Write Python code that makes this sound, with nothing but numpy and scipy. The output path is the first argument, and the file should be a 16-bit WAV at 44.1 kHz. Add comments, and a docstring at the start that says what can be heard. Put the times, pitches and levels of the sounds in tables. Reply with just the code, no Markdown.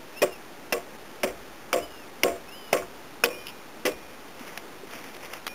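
"""You first hear a broad axe chopping a timber beam in a wood, a couple of metres from a small camera.
Each chop mixes short tones and noise for the crack and tearing fibres, fading tones for the ringing beam,
and a low thump for the ground. The steel sings as a sine when it swings free. Around it, chips tick as noise
bursts, leaves rustle underfoot as gritty noise, a bird whistles gliding tones, and the woods hiss softly.
The camera samples 8000 times a second and holds each value, which mirrors the sound upward."""
import sys
import numpy as np
from scipy import signal
from scipy.fft import rfft, irfft
from scipy.io import wavfile
from scipy.ndimage import uniform_filter1d

SR = 44100
rng = np.random.default_rng(int(sys.argv[2]) if len(sys.argv) > 2 else 0)


def log_audio(samples):
    """Write samples as a 16-bit WAV file to the path given in sys.argv[1]."""
    # one column per channel
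    frames = np.atleast_2d(samples).T
    # limit to full scale, then quantise
    limited = np.clip(frames, -1, 1)
    pcm = np.round(limited * 32767).astype(np.int16)
    wavfile.write(sys.argv[1], SR, pcm)


N = 244314  # samples in the scene

# Levels in the tables are starting levels: the functions add their own boosts and fades.
# Axe chops: (t/s, entry/ms, crack level/dB, main cheek f/Hz, second cheek f/Hz, crack fade/ms,
#   knock level/dB, knock f/Hz, tearing level/dB, tearing time/ms, beam level/dB, loudest beam f/Hz,
#   upper modes level/dB, push/ms, ring stretch/factor, rebound level/dB, ground level/dB)
CHOPS = [(0.219, 1.7, -20.5, 2490, 1893, 45, -16, 395, -21, 20.5, -14, 547, -3, 9.5, 0.78, -44, -59),
         (0.7247, 1.3, -14.5, 2700, 1967, 20, -17.5, 680, -21.5, 14.3, -22.5, 666, 0, 9.3, 0.98, -42, -56),
         (1.2333, 1.6, -22, 2240, 2720, 19, -24, 607, -23, 16, -18.5, 560, -10, 6, 1.02, -37.5, -46.5),
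         (1.7302, 2.75, -12.5, 2260, 2680, 13, -10, 1270, -25.5, 19, -17, 710, -7, 13.7, 1.19, -37.5, -53),
         (2.2341, 1.65, -7, 2180, 2830, 11.3, -39, 910, -17, 9.8, -16, 665, -6, 11, 1.22, -37.5, -49),
         (2.7301, 4.5, -10, 2120, 2570, 10.4, -6.5, 668, -22.5, 19, -17.5, 690, -3, 3.8, 1, -33, -49.5),
         (3.238, 1.44, -7, 2513, 1490, 16.2, -9.5, 1260, -18, 17.8, -28.5, 474, 0, 2.9, 1.82, -60, -56),
         (3.8527, 1.4, -27, 1997, 2444, 64, -17.5, 358, -22.5, 31, -17, 373, 3, 16.5, 0.86, -47, -53)]
# Free swings of the blade, until it touches wood again: (t/s, length/s, level/dB)
FREE_SWINGS = [(3.289, .55, -39), (3.872, .6, -44.5), (5.467, .1, -40)]
REBOUND_S = 0.036  # wait after the chop
REBOUND_HZ, REBOUND_T60_S, REBOUND_WIDTH = 2240, 0.14, 0.36  # width as a share of the pitch


def axe():
    """Each chop gives a sharp part (crack, tearing, rebound) and a ringing part (beam, ground, steel)."""
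    sharp, ringing, t = np.zeros(N), np.zeros(N), np.arange(SR) / SR
    for (s, entry_ms, crack_db, crack_hz, second_hz, crack_ms, knock_db, knock_hz, tear_db, tear_ms,
         beam_db, region_hz, upper_db, push_ms, stretch, rebound_db, ground_db) in CHOPS:
        bite = crack(t, crack_db, crack_hz, second_hz, crack_ms / 1000)
        bite = bite + undb(knock_db + 5.5) * knock(t, knock_hz, 9.2 / knock_hz, 3.15 / knock_hz)
        add(sharp, s - 0.001, bite)
        # fibres tear from the moment the edge enters, a little ahead of the crack
        add(sharp, s - entry_ms / 1000, tearing(t, tear_db, entry_ms, tear_ms))
        # the blade settles in the cut
        rebound = tick(t, rebound_db, REBOUND_HZ, REBOUND_T60_S, REBOUND_WIDTH)
        add(sharp, s + REBOUND_S, rebound)
        ring = beam(t, beam_db, region_hz, upper_db, push_ms, stretch)
        add(ringing, s, ring + ground(t, ground_db))
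    for s, length, db in FREE_SWINGS:
        add(ringing, s, steel(t[t < length], db))
    return sharp, ringing


# Tone colour of the broad snap in each crack: (f/Hz, level/dB)
CRACK_COLOUR = [(120, -12), (250, 4), (500, 4.5), (1000, -4.5), (1500, -7.5), (3000, -15), (3900, -13)]


def crack(t, db, main_hz, second_hz, t60):
    """The biting edge shakes the blade cheeks for a few cycles, over a broad snap of noise."""
    main = np.sin(2 * np.pi * main_hz * t)
    second = 0.63 * np.sin(2 * np.pi * (second_hz * t + rng.random()))
    snap = 0.38 * colour(rng.standard_normal(SR), CRACK_COLOUR)
    shape = fade(t, t60) * (1 - fade(t, 0.93 * t60))
    return undb(db + 8.5) * (main + second + snap) * shape


def knock(t, hz, t60, rise_t60):
    """A dull blow: one low tone that rises quickly and dies at once."""
    return np.sin(2 * np.pi * hz * t) * fade(t, t60) * (1 - fade(t, rise_t60))


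# Tone colour of tearing fibres: (f/Hz, level/dB)
TEAR_COLOUR = [(150, -29), (300, -26), (600, 1.5), (1300, 0.5), (2400, 4), (3200, 3), (3900, -7.5)]
TEAR_SPREAD_DB = 3
SUDDEN = 2  # how abruptly the tearing stops


def tearing(t, db, entry_ms, tear_ms):
    """Fibres snap unevenly while the edge slides in, until it stops."""
    t_ms = 1000 * t
    sliding = np.minimum(t_ms / entry_ms, 1) * np.exp(-(t_ms / tear_ms) ** SUDDEN)
    return undb(db) * sliding * colour(grit(SR, TEAR_SPREAD_DB), TEAR_COLOUR)


# Natural tones (modes) of the beam: (f/Hz, level/dB, time to fade by 60 dB/s, before the chop's stretch)
BEAM_MODES = [(165, -12, .16), (215, -10, .15), (255, -9, .15), (301, -7, .24), (373, 0, .27),
              (476, -1, .23), (508, -1, .2), (551, -4, .2), (608, 0, .22), (686, -3, .26), (733, -10, .18),
              (860, -5, .09), (1082, -1, .2), (1136, -3, .18), (1342, -2, .11), (1480, -3, .11),
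              (1927, -4, .11), (2172, -3, .12)]
# Tone colour of the rattle in the beam: (f/Hz, level/dB)
RATTLE_COLOUR = [(100, -8), (180, 2), (400, 14), (800, -1), (1400, -0.5), (2400, -9.5), (3900, -44)]
RATTLE_DB, RATTLE_T60_S = -7, 0.25  # level against the beam level; fade before the stretch
REGION_DB_PER_OCTAVE = 9  # modes get weaker away from the loudest region
UPPER_HZ = 800  # modes above this follow the chop's upper level


def beam(t, db, region_hz, upper_db, push_ms, stretch):
    """The beam takes the force over the length of the push, so its modes swell before they fade."""
    swell = 1 - np.exp(-1000 * t / push_ms)
    rattle = colour(grit(SR, 6.6), RATTLE_COLOUR)
    total = undb(RATTLE_DB) * rattle * fade(t, RATTLE_T60_S * stretch)
    chances = rng.standard_normal((len(BEAM_MODES), 3))
    for (hz, mode_db, t60), (turn, drift, size) in zip(BEAM_MODES, chances):
        # the timber shifts on its trestle and grips the blade, so no mode rings cleanly
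        wave = np.exp(2j * np.pi * (hz * (1 + 0.0083 * drift) * t + turn))
        ring = (unsteady(SR, 38.3, 0.68) * wave).imag
        octaves_away = abs(np.log2(hz / region_hz))
        level_db = mode_db - REGION_DB_PER_OCTAVE * octaves_away
        level_db = level_db + upper_db * (hz > UPPER_HZ) + 1.05 * size
        total = total + undb(level_db) * fade(t, stretch * t60) * ring
    return undb(db) * swell * total


GROUND_HZ, GROUND_LAG_S, GROUND_T60_S = 56.3, 0.054, 1


def ground(t, db):
    """The ground thumps a moment later: noise through two low resonances."""
    late = t - GROUND_LAG_S
    thump = band(band(rng.standard_normal(SR), GROUND_HZ, 45), GROUND_HZ, 45)
    return undb(db) * thump / np.std(thump) * fade(late, GROUND_T60_S) * (1 - fade(late, 0.093))


STEEL_HZ, STEEL_RISE_S, STEEL_T60_S = 2433, 0.06, 1.0


def steel(t, db):
    """The blade sings one pure tone once it has left the wood."""
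    tone = np.sin(2 * np.pi * STEEL_HZ * t)
    return undb(db) * tone * (1 - fade(t, STEEL_RISE_S)) * fade(t, STEEL_T60_S)


# Ticks of chips, twigs and glancing blows: (t/s, level/dB, f/Hz, width/share of f, 60 dB fade/s)
TICKS = [(1.237, -26, 1500, 1.1, .018), (2.82, -34, 1130, .35, 0.075), (3.258, -16, 3300, .6, 0.016),
         (3.288, -34, 2700, .45, .016), (3.469, -25.5, 2900, 0.25, 0.022), (3.482, -38, 2960, .27, 0.082),
         (3.496, -40.5, 2900, .25, 0.056), (3.861, -32, 2050, 0.66, 0.01), (3.881, -29, 2780, 0.76, 0.014),
         (3.918, -35, 2900, .4, .021), (4.394, -39, 2490, 0.66, 0.027), (4.478, -36, 2600, .8, 0.03),
         (4.575, -20.5, 1400, 2.6, .016), (4.911, -38, 2800, .55, .02), (4.988, -37, 2010, 0.8, .025),
         (5.04, -35, 1180, 1.2, 0.039), (5.085, -40, 2600, 0.65, .03), (5.145, -37, 2780, .65, 0.032),
         (5.166, -31, 1790, 0.89, 0.02), (5.255, -33.5, 2760, 0.62, 0.026), (5.335, -29, 1950, 1.1, 0.032),
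         (5.366, -39, 2300, .65, 0.047), (5.467, -18.5, 1800, 3.3, 0.023), (5.477, -21.5, 2320, 2.2, 0.026)]
# Dull knocks around the work: (t/s, level/dB, f/Hz)
KNOCKS = [(.229, -16, 560), (3.878, -20.5, 478), (3.888, -22.5, 483), (4.408, -32.5, 247),
          (4.575, -38, 724), (4.834, -33.5, 400), (4.952, -38.5, 253), (5.195, -45, 480), (5.468, -43, 776)]


def chips():
    """Short noisy ticks and dull knocks around the work."""
    out, t = np.zeros(N), np.arange(SR // 2) / SR
    for s, db, hz, width, t60 in TICKS:
        add(out, s - 0.001, tick(t, db, hz, t60, width))
    for s, db, hz in KNOCKS:
        add(out, s, undb(db + 7.0) * knock(t, hz, 0.037, 0.0098))
    return out


# Shuffles in the leaves: (loudest t/s, level/dB, 60 dB fade/s)
SHUFFLES = [(4.4, -46, 0.91), (4.48, -44, 1), (4.935, -38.5, 0.51), (5.06, -45.5, 1), (5.245, -40, 0.19),
            (5.334, -38.5, 0.29)]
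# Tone colour of the leaves: (f/Hz, level/dB)
LEAF_COLOUR = [(200, 5), (500, 14.5), (1200, 14), (2200, 14.5), (3300, 10), (3900, -5)]
SHUFFLE_RISE_T60_S = 0.2


def leaves():
    """Leaves underfoot crunch densely, swelling to each shuffle and dying away."""
    t, power = np.arange(N) / SR, np.zeros(N)
    for s, db, t60 in SHUFFLES:
        swell = np.where(t < s, fade(s - t, SHUFFLE_RISE_T60_S), fade(t - s, t60))
        power += (undb(db) * swell) ** 2
    return np.sqrt(power) * colour(grit(N, 3.0), LEAF_COLOUR)


# Bird whistles: (start t/s, top t/s, end t/s, top f/Hz before smoothing, level/dB)
WHISTLES = [(.14, .225, .375, 2960, -44.5), (1.772, 1.832, 2.05, 3030, -46), (2.47, 2.575, 2.78, 3100, -45),
            (3.29, 3.375, 3.54, 3090, -49)]
BIRD_LOW_HZ, SAG_HZ_PER_S, DROP_S = 2460, 1600, 0.045
START_DB, SAG_DB, BEND_DB, END_DB = -8, -8, -5, -12  # against the middle of the climb


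def bird():
    """Arched, nearly pure whistles: the pitch climbs, sags slowly and drops quickly."""
    out = np.zeros(N)
    for start, top, end, top_hz, db in WHISTLES:
        t, bend = np.arange(start, end, 1 / SR), end - DROP_S
        bend_hz = top_hz - SAG_HZ_PER_S * (bend - top)
        hz = np.interp(t, [start, top, bend, end], [BIRD_LOW_HZ, top_hz, bend_hz, BIRD_LOW_HZ])
        hz = uniform_filter1d(hz, size=SR // 40)  # round off the corners
        level_times = [start, (start + top) / 2, (top + bend) / 2, bend, end]
        level_db = db + np.interp(t, level_times, [START_DB, 0, SAG_DB, BEND_DB, END_DB])
        ends = np.clip(np.minimum(t - start, end - t) / 0.0046, 0, 1)
        # the call comes from far off through the branches and wavers
        wave = np.exp(2j * np.pi * np.cumsum(hz) / SR)
        tone = (unsteady(len(t), 90, 0.45) * wave).imag
        add(out, start, np.sqrt(2) * undb(level_db) * ends * tone)
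    return out


TREES_DB, TREES_T60_S = -51, 0.41


def trees(x):
    """Many trunks scatter the sound: a fading cloud of random echoes."""
    t = np.arange(SR // 2) / SR
    echoes = undb(TREES_DB) * fade(t - 0.008, TREES_T60_S) * rng.standard_normal(len(t))
    return signal.fftconvolve(x, echoes)[:N]


# Tone colour of the steady woods: (f/Hz, level per Hz/dB)
WOODS_COLOUR = [(15, -44), (25, -13), (80, -14), (252, -2.5), (298, -2), (401, -2.5), (600, -4.5),
                (667, -6), (841, -5), (1060, -8), (1210, -7), (1490, -9), (3950, -15.5), (5140, -62),
                (8690, -120)]
WOODS_DB = -44.5


def woods():
    """The steady background of the wood: coloured noise."""
    return undb(WOODS_DB) * colour(rng.standard_normal(N), WOODS_COLOUR)


def undb(db):
    """Turn a level in dB into a gain."""
    return 10 ** (np.asarray(db) / 20)


def fade(t, t60):
    """Decay by 60 dB in t60 s (at least 1 ms), silent before t = 0."""
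    return (t >= 0) * np.exp(-np.log(1000) * np.maximum(t, 0) / max(t60, 1e-3))


def colour(x, points):
    """Shape a sound's spectrum with (f/Hz, level/dB) points, then bring its strength (rms) to 1."""
    hz, db = np.transpose(points)
    f = np.maximum(np.fft.rfftfreq(len(x), 1 / SR), 1)
    gain = undb(np.interp(np.log(f), np.log(hz), db))
    y = irfft(rfft(x) * gain, len(x))
    return y / np.std(y)


def band(x, hz, width_hz):
    """Pass a sound through a resonance with gain 1 at its centre."""
    sharpness = max(hz / width_hz, 0.3)
    return signal.lfilter(*signal.iirpeak(min(hz, SR / 3), sharpness, fs=SR), x)


def grit(count, spread_db):
    """Noise in runs of 16 samples with very uneven sizes, like snapping fibres."""
    sizes = np.minimum(rng.exponential(size=count // 16 + 1), 3)
    sizes = np.repeat(sizes, 16)[:count]
    return rng.standard_normal(count) * undb(spread_db * sizes)


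def unsteady(count, rate_hz, depth):
    """Complex gain that wanders in size and phase about 1, with rate_hz up to 100."""
    knots = rng.standard_normal((2, int(count * 100 / SR) + 2))
    knot_places = np.arange(knots.shape[1])
    place = np.minimum(np.arange(count) * rate_hz / SR, knots.shape[1] - 1)
    re, im = (np.interp(place, knot_places, k) for k in knots)
    return (1 + depth * (re + 1j * im)) / np.sqrt(1 + depth ** 2)


def tick(t, db, hz, t60, width):
    """A short burst of noise in one broad resonance; width as a share of the pitch."""
    x = band(band(rng.standard_normal(len(t)), hz, width * hz), hz, 2 * width * hz)
    return undb(db + 2.5) * x / np.std(x) * fade(t, t60) * (1 - fade(t, 0.0093))


def add(out, s, sound):
    """Mix a sound in from time s on."""
    i = int(s * SR)
    out[i:i + len(sound)] += sound[:N - i]


SMALL_LOW_HZ = 171


def scene():
    """Everything at the microphone; small cracking things send out little bass."""
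    sharp, ringing = axe()
    less_bass = signal.butter(2, SMALL_LOW_HZ, "high", fs=SR, output="sos")
    small = signal.sosfilt(less_bass, sharp + trees(sharp) + chips())
    return (small + ringing + leaves() + bird() + woods())[None]


HOLD_HZ, INPUT_TOP_HZ, OFFSET = 8000, 3820, -0.0039
LIFT_HZ, LIFT_DB, TOP_HZ = 13800, -10, 15550  # LIFT_DB: level of the added treble band


def record(dry):
    """The camera filters the input, holds slow samples in steps, lifts and cuts treble, adds an offset."""
    input_filter = signal.ellip(5, 0.5, 50, INPUT_TOP_HZ, fs=SR, output="sos")
    heard = signal.sosfilt(input_filter, dry[0])
    held = np.floor(np.arange(N) * HOLD_HZ / SR) * SR / HOLD_HZ  # place of the latest slow sample
    steps = np.interp(held, np.arange(N), heard)
    lifted = steps + undb(LIFT_DB) * band(steps, LIFT_HZ, 2800)
    final_cut = signal.cheby1(14, 0.5, TOP_HZ, fs=SR, output="sos")
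    return signal.sosfilt(final_cut, lifted)[None] + OFFSET


dry = scene()
out = record(dry)
log_audio(out)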